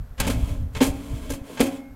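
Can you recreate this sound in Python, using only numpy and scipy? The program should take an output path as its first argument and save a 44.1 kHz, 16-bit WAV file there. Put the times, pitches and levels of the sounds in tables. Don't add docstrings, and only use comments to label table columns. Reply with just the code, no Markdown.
import sys
import numpy as np
from scipy import signal
from scipy.fft import rfft, irfft
from scipy.io import wavfile
from scipy.ndimage import uniform_filter1d

SR = 44100
rng = np.random.default_rng(int(sys.argv[2]) if len(sys.argv) > 2 else 0)


def transcribe(u):
    v = np.clip(np.atleast_2d(u).T, -1, 1)
    q = np.round(v * 32767).astype(np.int16)
    wavfile.write(sys.argv[1], SR, q)


N = 85995
TIME = np.arange(N) / SR

# start t/s, end t/s, level/dB, decay t/s, relative bowl drive/dB
STROKES = [(0.198, 0.512, -44.5, 0.068, 0.5), (0.75, 1.337, -48, 0.072, 0.5), (1.464, 1.763, -47, 0.039, 0)]
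# onset t/s, crunch level/dB, sizzle level/dB, hold t/s, decay t/s
CATCHES = [(0.179, -44, -56.5, 0.022, 0.013), (0.198, -28.5, -45, 0.015, 0.034),
           (0.2011, -22.5, -20, 0.0012, 0.0072), (0.248, -33, -50, 0.0073, 0.0087),
           (0.2676, -30.5, -35.5, 0.016, 0.01), (0.2987, -30.5, -35.5, 0.0082, 0.025),
           (0.734, -61, -58, 0.0044, 0.011), (0.7496, -34, -50, 0.0025, 0.013),
           (.763, -35, -46.5, 0.0044, 0.023), (0.805, -25.5, -59, 0.026, 0.029),
           (0.813, -33, -32.5, 0.0078, .015), (0.8275, -51, -30.5, 0.012, 0.029),
           (0.8645, -52, -34.5, 0.0033, 0.014), (1.294, -44, -49, 0.01, 0.031),
           (1.302, -39, -37, 0.0081, 0.0075), (1.319, -37.5, -39, 0.0036, 0.007),
           (1.335, -40.5, -38.5, 0.0039, 0.015), (1.572, -38.5, -57, 0.01, 0.034),
           (1.595, -27, -61, 0.015, 0.021), (1.6037, -29.5, -20, 0.0012, 0.0029),
           (1.609, -21, -27, 0.0024, 0.01), (1.624, -42, -37.5, 0.016, 0.017),
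           (1.655, -38.5, -43, 0.013, 0.025)]
# f/Hz, relative level/dB
GLIDE_SPECTRUM = [(200, 7), (500, -15), (1000, 4.5), (1600, -4), (3000, -5), (4800, -10.5), (7000, -11),
                  (11000, -11.5), (16000, -18.5)]
CRUNCH_SPECTRUM = [(150, -4.5), (300, -3), (550, 4), (800, 4), (1500, -1), (2600, -0.5), (4000, -7.5),
                   (7000, -13), (16000, -42)]
SIZZLE_SPECTRUM = [(1000, -96.5), (3000, -4), (5000, 1.5), (7500, 2), (10000, 3.5), (13500, -0.5),
                   (16000, -9)]
# f/Hz, bandwidth/Hz, relative gain/dB
BAR_RESONANCES = [(881, 50, 1), (1046, 45, -2), (1317, 22, 0), (1619, 32, 5), (2150, 45, 0), (2240, 50, 2),
                  (2370, 40, -2), (2560, 27, 2), (2654, 20, 1), (3080, 120, 0), (3230, 50, 5),
                  (3431, 38, 4), (4040, 100, -3)]
WIRE_RESONANCES = [(4550, 50, -1), (6380, 110, 0), (6870, 48, 0), (7200, 120, 1), (7470, 60, 4),
                   (7950, 50, -1), (8391, 38, 2), (8880, 48, 1), (9210, 30, 2), (10100, 90, -4)]
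# onset t/s, force level/dB, length t/s, slip rate/Hz, bowl drive/dB,
# place (0 back of the grate, 1 front), contact cutoff f/Hz
JUDDERS = [(.2695, -24, 0.0045, 187, -2, 0.41, 900), (0.292, -24.5, 0.012, 268, 2.5, 0.29, 300),
           (.81, -15.5, 0.025, 262, -7.5, 1, 980), (.874, -23.5, 0.0047, 317, -14, 0, 400),
           (1.302, -23, 0.012, 290, -2, 0.67, 212), (1.498, -41, 0.019, 506, -5, .5, 1500),
           (1.598, -26.5, 0.0013, 246, -18, 0, 695), (1.604, -16, 0.0088, 241.6, -2, 0.18, 1290),
           (1.626, -27, 0.0086, 283, 13, 0.3, 354)]
# f/Hz, level/dB, T60/s
HEAD_MODES = [(265.3, -4, 0.068), (397, -2.5, 0.029), (467, -8.5, 0.15), (472, -9, 0.027),
              (565, -13.5, 0.15), (820, -31, 0.014)]
# f/Hz, level/dB, T60/s, gain when struck at the front/dB
BOWL_MODES = [(94.2, -15.5, 0.29, -5), (115, -16.5, .35, -10), (186.2, -21, 0.52, 1.5),
              (245.3, -11, 0.64, -9.5), (266.4, -21, 0.74, 4.5), (282.5, -25, 0.68, 9),
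              (333, -11, 0.16, -12.5), (421.7, -19.5, 0.12, -1.5), (445.4, -19, 0.16, 2.5),
              (543.7, -24.5, 0.6, 2), (574, -29.5, 0.19, 8), (599.6, -31, .3, 3),
              (623.6, -29.5, 0.32, 10.5), (667, -29, 0.21, 6.5), (807, -29, 0.82, -22.5)]
# f/Hz, relative level/dB
WASH_SPECTRUM = [(120, -3), (250, -6.5), (350, 14), (560, -1), (750, 18), (1000, 2.5), (1500, -2),
                 (2500, 7), (4000, -25), (12000, -43)]
# peak t/s, level/dB, half-length t/s
PUFFS = [(0.119, -34.5, 0.02), (0.204, -20, 0.012), (0.301, -26.5, 0.08), (0.372, -22, 0.0084),
         (.436, -18, 0.0087), (0.521, -25, 0.017), (.595, -29.5, .02), (0.641, -27.5, 0.045),
         (0.769, -30, 0.024), (0.895, -24.5, .018), (0.943, -39, 0.046), (1.137, -25.5, 0.034),
         (1.233, -34, 0.036), (1.321, -29, 0.036), (1.418, -30.5, 0.0038), (1.925, -42, 0.015)]
# t/s, level/dB
BREEZE = [(0, -23.5), (.15, -66.5), (.4, -27), (.72, -40.5), (1.0, -40), (1.35, -57), (1.52, -70),
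          (1.95, -47)]
# f/Hz, relative level/dB
WIND_SPECTRUM = [(12, -10), (28, -2.5), (55, 1), (85, -5), (130, -11), (200, -21.5), (400, -50),
                 (1000, -97)]
AIR_SPECTRUM = [(30, 5.5), (200, -1.5), (260, 5.5), (330, -14), (500, -4), (1000, -11), (1500, -11),
                (2000, -17.5), (2600, -23.5), (3500, -25), (8000, -29), (16000, -31)]


def gliding_bristles(half_rise_s=0.033, to_bowl_db=-12.5):
    grains = clicks(per_s=9000, spread_db=2) * flutter(rate_hz=60.2, spread_db=0.8)
    pressure, drive = 0, 0
    for start, end, db, decay, bowl_db in STROKES:
        hold = end - start + half_rise_s
        stroke = from_db(db) * envelope(start - half_rise_s, 2 * half_rise_s, hold, decay)
        pressure += stroke
        drive += stroke * from_db(bowl_db + to_bowl_db)
    hiss = pressure * colour(grains, GLIDE_SPECTRUM)
    force = butterworth(drive * grains, 2, 164, "high")
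    return bars_and_wires(hiss) + ring(force, bowl_modes(place=0.61))


def catching_tufts(rise_s=0.00066, to_bowl_db=-28):
    crunch_power, sizzle_power = 0, 0
    for start, crunch_db, sizzle_db, hold, decay in CATCHES:
        shape = envelope(start, rise_s, hold, decay)
        crunch_power += (from_db(crunch_db) * shape) ** 2
        sizzle_power += (from_db(sizzle_db) * shape) ** 2
    crunch = np.sqrt(crunch_power) * colour(clicks(per_s=4500, spread_db=2.5), CRUNCH_SPECTRUM)
    sizzle_level = np.sqrt(sizzle_power) * flutter(rate_hz=150, spread_db=1.15)
    sizzle = sizzle_level * colour(clicks(per_s=4500, spread_db=2.5), SIZZLE_SPECTRUM)
    boom = from_db(to_bowl_db) * ring(crunch, bowl_modes(place=0.34))
    return bars_and_wires(crunch + sizzle) + boom


def juddering_head(slip_count=14, jitter_periods=0.04, grit_db=-20.5):
    out = np.zeros(N)
    grit = from_db(grit_db) * butterworth(rng.standard_normal(N), 2, (299, 559), "band")
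    for start, db, length, rate, bowl_db, place, contact_hz in JUDDERS:
        periods = np.abs(np.arange(slip_count) + jitter_periods * rng.standard_normal(slip_count))
        slips = np.zeros(N)
        slips[((start + periods / rate) * SR).astype(int) + 1] = 1
        grip = (TIME >= start) * np.exp(-np.minimum(np.abs(TIME - start) / length, 3) ** 4)
        force = from_db(db) * grip * (slips + grit)
        force = butterworth(force + 1e-18, 1, contact_hz, "low")
        out += ring(force, HEAD_MODES) + from_db(bowl_db) * ring(force, bowl_modes(place))
    return butterworth(out, 2, 75, "high")


def bars_and_wires(noise, ringing_db=-2):
    out = noise.copy()
    for hz, width, db in BAR_RESONANCES + WIRE_RESONANCES:
        radius = np.exp(-np.pi * width / SR)
        band = (1 - radius ** 2) / 2 * signal.lfilter([1, 0, -1], poles(hz, radius), noise + 1e-18)
        out += from_db(db + ringing_db) * band
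    return out


def bowl_modes(place):
    return [(hz, db + place * front_db, t60) for hz, db, t60, front_db in BOWL_MODES]


def sheet_metal_wash(drive, t60_s=0.62, gain_db=-9.5):
    response = colour(rng.standard_normal(N), WASH_SPECTRUM) * from_db(-60 * TIME / t60_s)
    response /= np.sqrt(np.mean(np.abs(rfft(response))[400:2000] ** 2))
    return from_db(gain_db) * signal.fftconvolve(drive, response)[:N]


def singing_bar(hz=2159, level_db=-55):
    swell = envelope(start=1.71, rise=0.1, hold=0.16, decay=0.055)
    return from_db(level_db) * swell * np.sin(2 * np.pi * hz * TIME)


def wind():
    gusts = from_db(np.interp(TIME, *np.transpose(BREEZE)))
    for peak, db, half_length in PUFFS:
        gusts += from_db(db) * np.exp(-((TIME - peak) / half_length) ** 2)
    eddies = colour(rng.standard_normal(N), WIND_SPECTRUM)
    local_power = uniform_filter1d(uniform_filter1d(eddies ** 2, size=1300), size=700)
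    return gusts * eddies / np.sqrt(local_power)


def distant_air(air_db=-51.5, whine_hz=12932, whine_db=-69):
    air = from_db(air_db) * colour(rng.standard_normal(N), AIR_SPECTRUM)
    return air + from_db(whine_db) * np.sin(2 * np.pi * whine_hz * TIME)


def clicks(per_s, spread_db):
    sizes = from_db(spread_db * np.minimum(rng.exponential(1, N), 4)) * rng.choice([-1, 1], N)
    return unit_rms(sizes * (rng.random(N) < per_s / SR))


def ring(force, modes):
    out = np.zeros(N)
    for hz, db, t60 in modes:
        radius = from_db(-60 / (t60 * SR))
        numerator = [0, np.sin(2 * np.pi * hz / SR)]
        out += from_db(db) * signal.lfilter(numerator, poles(hz, radius), force + 1e-18)
    return out


def poles(hz, radius):
    return [1, -2 * radius * np.cos(2 * np.pi * hz / SR), radius ** 2]


def envelope(start, rise, hold, decay):
    age = TIME - start
    return np.clip(age / rise, 0, 1) * np.exp(-np.maximum(age - hold, 0) / decay)


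def flutter(rate_hz, spread_db):
    return from_db(spread_db * np.interp(TIME * rate_hz, np.arange(N), rng.standard_normal(N)))


def colour(noise, spectrum):
    hz, db = np.transpose(spectrum)
    freqs = np.maximum(np.fft.rfftfreq(N, 1 / SR), 1)
    gain = from_db(np.interp(np.log(freqs), np.log(hz), db))
    return unit_rms(irfft(rfft(noise) * gain, N))


def butterworth(x, order, hz, kind):
    return signal.sosfilt(signal.butter(order, hz, kind, fs=SR, output="sos"), x)


def unit_rms(x):
    return x / np.sqrt(np.mean(x ** 2) + 1e-20)


def from_db(db):
    return 10 ** (np.asarray(db) / 20)


def scene():
    scraping = gliding_bristles() + catching_tufts()
    judder = juddering_head()
    wash = sheet_metal_wash(scraping + from_db(-3) * judder)
    return (scraping + judder + wash + singing_bar() + wind() + distant_air())[None]


def record(dry):
    ceiling, cutoff_hz = 0.58, 15750
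    rounded = dry / (1 + (dry / ceiling) ** 6) ** (1 / 6)
    return signal.sosfilt(signal.ellip(10, 0.2, 80, cutoff_hz, fs=SR, output="sos"), rounded)


dry = scene()
out = record(dry)
transcribe(out)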